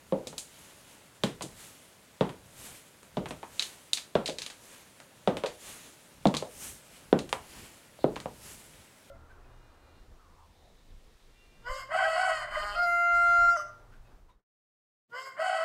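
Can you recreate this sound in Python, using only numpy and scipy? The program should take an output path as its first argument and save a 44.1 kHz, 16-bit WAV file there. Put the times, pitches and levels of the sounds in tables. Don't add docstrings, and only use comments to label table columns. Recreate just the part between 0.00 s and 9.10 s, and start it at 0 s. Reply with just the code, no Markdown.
import sys
import numpy as np
from scipy import signal
from scipy.fft import rfft, irfft, next_fast_len
from scipy.io import wavfile
from scipy.ndimage import uniform_filter1d, map_coordinates

SR = 44100
rng = np.random.default_rng(int(sys.argv[2]) if len(sys.argv) > 2 else 0)


def digitize_waveform(pressure):
    field = np.atleast_2d(pressure).T
    bounded = np.clip(field, -1, 1)
    quanta = np.round(bounded * 32767).astype(np.int16)
    wavfile.write(sys.argv[1], SR, quanta)


N = 401310

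# (s, knock dB, thud dB, brightness dB per octave, plank pitch Hz, plank t60 s, plank overtone Hz, joist boom dB)
HEELS = [(0.123, -25.5, -32, -3.5, 522, 0.042, 850, 19),
         (1.236, -30, -28.5, 5.5, 524, 0.016, 1730, 7),
         (2.209, -24, -27, 0.4, 494, 0.0063, 890, 17),
         (3.1699, -32, -33, 1, 350, 0.0093, 600, 17),
         (4.153, -22, -31.5, 0.15, 574, 0.02, 1360, -13),
         (5.2745, -23, -29, .5, 573, .01, 1250, -6),
         (6.2544, -20.5, -22.5, -0.3, 710, 0.012, 814, 19),
         (7.1281, -18, -24, -2, 299, 0.016, 1430, -19),
         (8.0425, -21, -28.5, -4.5, 376, 0.022, 620, -22)]
# (s, knock dB, thud dB, brightness dB per octave, plank pitch Hz)
TAPS = [(0.269, -47, -51, -3, 560), (0.328, -49.5, -61, -0.5, 786), (1.409, -42.5, -50, 2, 940), (1.437, -44, -46, -7, 430),
        (2.293, -48.5, -45, 2.9, 960), (3.2579, -44, -45, 2.5, 950), (3.308, -42.5, -44, 3, 610),
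        (3.43, -42, -59, -0.5, 915), (4.287, -35.5, -46, -7.5, 580), (5.3696, -39.5, -47, 3, 485),
        (5.4369, -28.5, -48, -1, 493), (6.341, -39, -37.5, 3.5, 1110), (6.424, -34.5, -51.5, -3.5, 580),
        (7.328, -32, -50, 3.5, 910), (7.989, -52.5, -70, -3, 596), (8.1644, -42, -45.5, 1.2, 1000), (8.2577, -35.5, -43, -3.5, 866)]
# (s, strength dB over a usual snap, brightness dB per octave, crackle and echo dB)
SNAPS = [(0.2718, -3, 3, 6), (0.3808, 1, 6, 8.5), (1.4219, -3, 6.5, 22),
         (3.031, -26, 3.5, -1), (3.286, -17.5, 5, 13), (3.5954, 13.5, -1, 4), (3.624, 6.5, 0.8, 4.5), (3.9328, 15.5, 3.5, 3), (3.973, 3.5, -2, 8),
         (4.2593, 5.5, 0.2, 10), (4.277, 3.5, -0.8, 16), (4.297, -3, -1, -2),
         (4.3855, 2, .3, 6), (4.419, 1.5, 0.3, 8), (4.4636, -1, .8, 5), (4.501, -8.5, 0, 19),
         (5.002, -18, -1, 1), (5.461, 0.5, -2.5, 12), (6.2707, 2.5, -2, -1), (6.349, 3, -2.5, 3), (6.3683, 7, 2, 7),
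         (7.19, -1, -0.5, 1.5), (7.2923, -12, 2, 6), (8.1593, -8, -4.5, 9), (8.202, -9, -0.5, 4)]
REGISTERS = [100, 300, 1000, 2500, 6000, 14000]
# (Hz, width Hz, dB)
FLOOR = [(56.7, 15, 5), (431.3, 21, -1.5), (508, 98, 2), (614, 15, -0.5), (724, 23, -6)]
# (Hz, dB)
KNOCK = [(30, -25.5), (100, -9), (145, 6), (500, -2.5), (950, -1.5), (1700, -11.5), (2400, -12.5), (3200, -10.5), (3850, -12.5), (4600, -17.5), (6500, -21), (9000, -20.5), (16000, -41)]
SNAP = [(100, -43), (700, -25), (1600, -16.5), (2800, -6.5), (3700, -3.5), (4500, -2), (5500, -7), (6700, -3.5), (9500, -8.5), (16000, -31)]
# (Hz, dB)
ROOM_T60 = [(100, 0.0944), (260, 0.3546), (700, 0.2755), (2000, 0.256), (5000, 0.25), (14000, 0.33)]
ROOM_COLOUR = [(60, 11.5), (180, 14), (500, 3), (1500, 6), (4000, -1), (9000, 7.5), (15000, 5)]
# (Hz, dB per Hz)
RUSTLE = [(100, -11), (250, 4.5), (600, 1), (1200, 0.5), (3000, 1), (4500, -3), (7000, -12), (12000, -29)]
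SWISH = [(1500, -30), (4000, -13), (6500, -1.5), (9500, -0.5), (12500, -6), (16000, -18)]
RUMBLE = [(15, -14), (35, -1), (55, 2), (100, 0), (200, -5.5), (500, -21), (2000, -61), (16000, -120)]
QUIET = [(15, -68), (25, -20), (92, -7.5), (123, -5), (157, -4), (384, -10.5), (427, -10.5), (591, -7), (734, -14),
         (863, -11.5), (1160, -15.5), (1370, -13.5), (16000, -31)]
QUIET_DB = -60
TOP_HZ = 16200
SPAN = 16384
# (s, distance m)
PATH = [(0, 0.92), (2.5, 1.12), (5.3, 0.97), (6.3, 0.8), (7.2, 0.44), (8.2, 0.51)]
ECHO_DB, TRAVEL_S_PER_M = 4.0, 0.00132
HEEL_TREBLE_DB, SOLE_TREBLE_DB = [-14.5, -18, -37], [-8, -13.5, -27]
USUAL_PLANK_HZ, CLACK_DB_PER_OCTAVE = 750, 5.5
SNAP_DB, SNAP_GROWTH = [-57.5, -50.5, -42, -49.5], [0.078, 0.36, 1, 0.7]
# (s at the fastest, swish dB, rustle dB, rise s, fall s); rise and fall span 10 dB of swish
BRUSHES = [(0.66, -59.5, -59.5, .25, 0.2), (0.91, -62, -61, 0.092, 0.1), (1.62, -53.5, -55, 0.082, 0.17),
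           (2.65, -48.5, -51.5, 0.082, 0.12), (3.65, -53, -54.5, 0.14, 0.15), (4.72, -58, -58, 0.16, 0.16),
           (5.69, -50.5, -51.5, 0.097, 0.2), (6.64, -43, -50.5, 0.079, 0.091), (6.95, -61.5, -59, 0.078, .12),
           (7.58, -54.5, -53, .14, 0.18), (8.49, -50, -55, 0.1, 0.12), (8.739, -63, -62, 0.25, 0.14)]
BRUSH_ROUND, RUSTLE_SPAN = 0.12, 0.99
IDLE_SWISH_DB, IDLE_RUSTLE_DB = -67, -67
SETTLE_DB, SETTLE_DELAY_S, SETTLE_RISE_S, SETTLE_FALL_S = -55.5, 0.062, 0.091, 0.19
PUSH_DB, PUSH_S = -8.5, 0.089
GLANCE_S, GLANCE_POWER, GLANCE_SHARE = 0.00028, 0.49, 0.067
RUMBLE_WANDER_DB = 3.0
# (s, dB, rise s, fall s)
SKIMS = [(8.005, -55.5, 0.0088, 0.069)]
SKIM = [(2500, -40), (3600, -4), (4050, 0), (4500, -5), (6000, -35), (16000, -80)]  # (Hz, dB per Hz)
WEAVE_PATCHY_DB = 1.0


def amp(db):
    return 10 ** (np.asarray(db) / 20)


def unit(x):
    return x / np.sqrt(np.mean(x ** 2) + 1e-20)


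def along(points, hz):
    f, v = np.transpose(points)
    return np.interp(np.log(hz + 1), np.log(f + 1), v)


def wobble(rate):
    return map_coordinates(rng.standard_normal(int(N * rate / SR) + 4), [np.arange(N) * rate / SR])


def filtered(x, response):
    m = next_fast_len(N + SPAN)
    return irfft(rfft(x, m) * response(np.fft.rfftfreq(m, 1 / SR)), m)[:N]


def noise(spectrum, patchy_db):
    z = signal.stft(rng.standard_normal(N), nperseg=512)[2]
    field = uniform_filter1d(uniform_filter1d(rng.standard_normal(z.shape), size=16, axis=0), size=14, axis=1)
    patchy = signal.istft(z * amp(patchy_db * unit(field)), nperseg=512)[1][:N]
    return unit(filtered(patchy, lambda hz: amp(along(spectrum, hz))))


def causal(points):
    cepstrum = irfft(np.log(amp(along(points, np.fft.rfftfreq(SPAN, 1 / SR)))))
    cepstrum[1:SPAN // 2] *= 2
    cepstrum[SPAN // 2 + 1:] = 0
    return np.exp(rfft(cepstrum))


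def resonance(hz, centre, width):
    return 1j * hz * width / (centre ** 2 - hz ** 2 + 1j * hz * width)


def room(early_db, early_t60, gap):
    hz, t, z = signal.stft(rng.standard_normal(SPAN), SR, nperseg=256)
    decay = amp(along(ROOM_COLOUR, hz)[:, None] - 60 * t / along(ROOM_T60, hz)[:, None])
    tail = signal.istft(z * decay, SR, nperseg=256)[1][:SPAN]
    t = np.arange(SPAN) / SR
    tail *= (1 + amp(early_db - 60 * t / early_t60)) * (1 - np.exp(-(t / gap) ** 2))
    return rfft(tail) / np.linalg.norm(tail)


def voiced(blow, levels):
    size = int(.025 * SR)
    fade = np.sin(np.minimum(1, 2 - 2 * np.arange(size) / size) * np.pi / 2) ** 2
    edges = np.array(REGISTERS[-len(levels) - 1:])
    for _ in range(2):
        power = np.cumsum(abs(rfft(irfft(blow)[:size] * fade, SPAN)) ** 2) * 2 / (SPAN * size)
        have = 10 * np.log10(np.diff(power[edges * SPAN // SR]) + 1e-20)
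        blow = blow * causal(np.c_[np.sqrt(edges[1:] * edges[:-1]), levels - have])
    return irfft(blow)


def add(track, s, sound):
    part = track[round(s * SR):][:len(sound)]
    part += sound[:len(part)]


def boards(hz, travel):
    modes = 1 + sum(amp(db) * resonance(hz, centre, width) for centre, width, db in FLOOR)
    lag = 2 * np.sqrt(1000 * hz) - hz * np.sqrt(1000 / TOP_HZ)
    return causal(KNOCK) * modes * np.exp(-2j * np.pi * travel * lag)


def heels():
    track, hz = np.zeros(N), np.fft.rfftfreq(SPAN, 1 / SR)
    stem = 1 + amp(4) * resonance(hz, 3590, 450)
    joists = resonance(hz, 198.0, 18) + amp(-16) * resonance(hz, 165.0, 30)
    joists = joists * np.exp(-2j * np.pi * hz * 0.00519)
    for s, knock_db, thud_db, brightness, pitch_hz, t60, overtone_hz, boom_db in HEELS:
        levels = blow_levels(knock_db, thud_db, brightness, HEEL_TREBLE_DB)
        plank = 1 + amp(14) * resonance(hz, pitch_hz, np.log(1000) / (np.pi * t60))
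        plank += amp(8.0) * resonance(hz, overtone_hz, 120)
        direct = stem * plank + amp(boom_db + 2.5) * joists
        echoes = amp(echo_db(s) + 4.5) * np.sqrt(plank) * room(early_db=6.0, early_t60=0.03, gap=0.001)
        add(track, s, voiced(boards(hz, TRAVEL_S_PER_M * distance(s)) * (direct + echoes), levels))
    return track


def taps():
    track, hz = np.zeros(N), np.fft.rfftfreq(SPAN, 1 / SR)
    sole = 1 + amp(0) * resonance(hz, 2440, 1400)
    floor = boards(hz, travel=0.001177) * sole
    for s, knock_db, thud_db, brightness, pitch_hz in TAPS:
        clack_db = CLACK_DB_PER_OCTAVE * np.log2(pitch_hz / USUAL_PLANK_HZ)
        levels = blow_levels(knock_db, thud_db, brightness, SOLE_TREBLE_DB + np.r_[clack_db, 0, 0])
        plank = 1 + amp(2) * resonance(hz, pitch_hz, 240)
        space = 1 + amp(echo_db(s) + 0.5) * room(early_db=4.5, early_t60=0.064, gap=0.0014)
        add(track, s, voiced(floor * plank * space, levels))
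    return track


def snaps():
    track, t = np.zeros(N), np.arange(SPAN) / SR
    hz = np.fft.rfftfreq(SPAN, 1 / SR)
    lead = .0011
    colour = causal(SNAP) * np.exp(-2j * np.pi * 0.00063 * np.sqrt(1000 * hz))
    release = np.exp(-2j * np.pi * hz * lead)
    for s, strength_db, brightness, room_db in SNAPS:
        slope_db = tilt(brightness, count=3)
        levels = SNAP_DB + strength_db * np.array(SNAP_GROWTH) + np.r_[0, slope_db - slope_db.mean()]
        crackle = rng.standard_normal(SPAN) * (1 - np.exp(-t / 0.0018)) * amp(-60 * t / 0.014)
        grit = amp(-5.5 + 0.91 * room_db) * rfft(crackle) / np.linalg.norm(crackle)
        stem = 1 + amp(strength_db - 9) * resonance(hz, 3900, 430)
        slip = 0.38 * np.exp(-2j * np.pi * hz * rng.uniform(0.00042, 0.001145))
        echoes = amp(room_db + 0.5) * np.sqrt(stem) * room(early_db=-3.5, early_t60=0.074, gap=0.00056)
        snap = release * (stem * (1 + slip) + echoes) + grit
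        add(track, s - lead, voiced(colour * snap, levels))
    return track


def legs():
    rub = amp(0.82 * wobble(35) + 0.53 * wobble(300))
    swish = swells([(s, db, rise, fall) for s, db, _, rise, fall in BRUSHES], IDLE_SWISH_DB)
    rustle = swells([(s, db, RUSTLE_SPAN * rise, RUSTLE_SPAN * fall) for s, _, db, rise, fall in BRUSHES], IDLE_RUSTLE_DB)
    cloth = rub * (amp(1.66) * rustle * noise(RUSTLE, WEAVE_PATCHY_DB) + amp(1.3) * swish * noise(SWISH, WEAVE_PATCHY_DB))
    n = np.arange(N)
    near = 1 / distance(n / SR)
    return cloth + GLANCE_SHARE * near * np.interp(n - GLANCE_S * SR * near ** GLANCE_POWER, n, cloth)


def curves(rows):
    s, *columns = np.transpose(rows)
    return [np.interp(np.arange(N) / SR, s, c) for c in columns]


def distance(s):
    return np.maximum(np.interp(s, *np.transpose(PATH)), .1)


def echo_db(s):
    return ECHO_DB + 20 * np.log10(distance(s))


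def tilt(brightness, count):
    edges = np.array(REGISTERS[-count - 1:])
    octaves = np.log2(edges[1:] * edges[:-1]) / 2
    return brightness * (octaves - octaves[0])


def blow_levels(knock_db, thud_db, brightness, treble_db):
    return np.r_[thud_db, knock_db + np.r_[0, treble_db] + tilt(brightness, count=4)]


def swells(rows, idle_db):
    t = np.linspace(0, N / SR, 2000)
    power = amp(idle_db) ** 2
    for s, db, rise, fall in rows:
        away = (t - s) / np.where(t < s, rise, fall)
        power = power + amp(db - 10 * (np.hypot(away, BRUSH_ROUND) - BRUSH_ROUND)) ** 2
    return np.interp(np.arange(N) / SR, t, np.sqrt(power))


def weight():
    settling = [(s + SETTLE_DELAY_S, SETTLE_DB, SETTLE_RISE_S, SETTLE_FALL_S) for s, *_ in HEELS]
    pushing = [(s, rustle_db + PUSH_DB, PUSH_S, PUSH_S) for s, _, rustle_db, *_ in BRUSHES]
    load = swells(settling + pushing, idle_db=-91) / distance(np.arange(N) / SR)
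    return load * amp(RUMBLE_WANDER_DB * wobble(12)) * noise(RUMBLE, patchy_db=2)


def skims():
    return swells(SKIMS, idle_db=-120) * noise(SKIM, patchy_db=1.5)


def scene():
    quiet = amp(QUIET_DB) * noise(QUIET, patchy_db=0)
    return (heels() + taps() + snaps() + legs() + weight() + skims() + quiet)[None]


def record(dry):
    return filtered(dry[0], lambda hz: hz < TOP_HZ)[None]


dry = scene()
out = record(dry)
digitize_waveform(out)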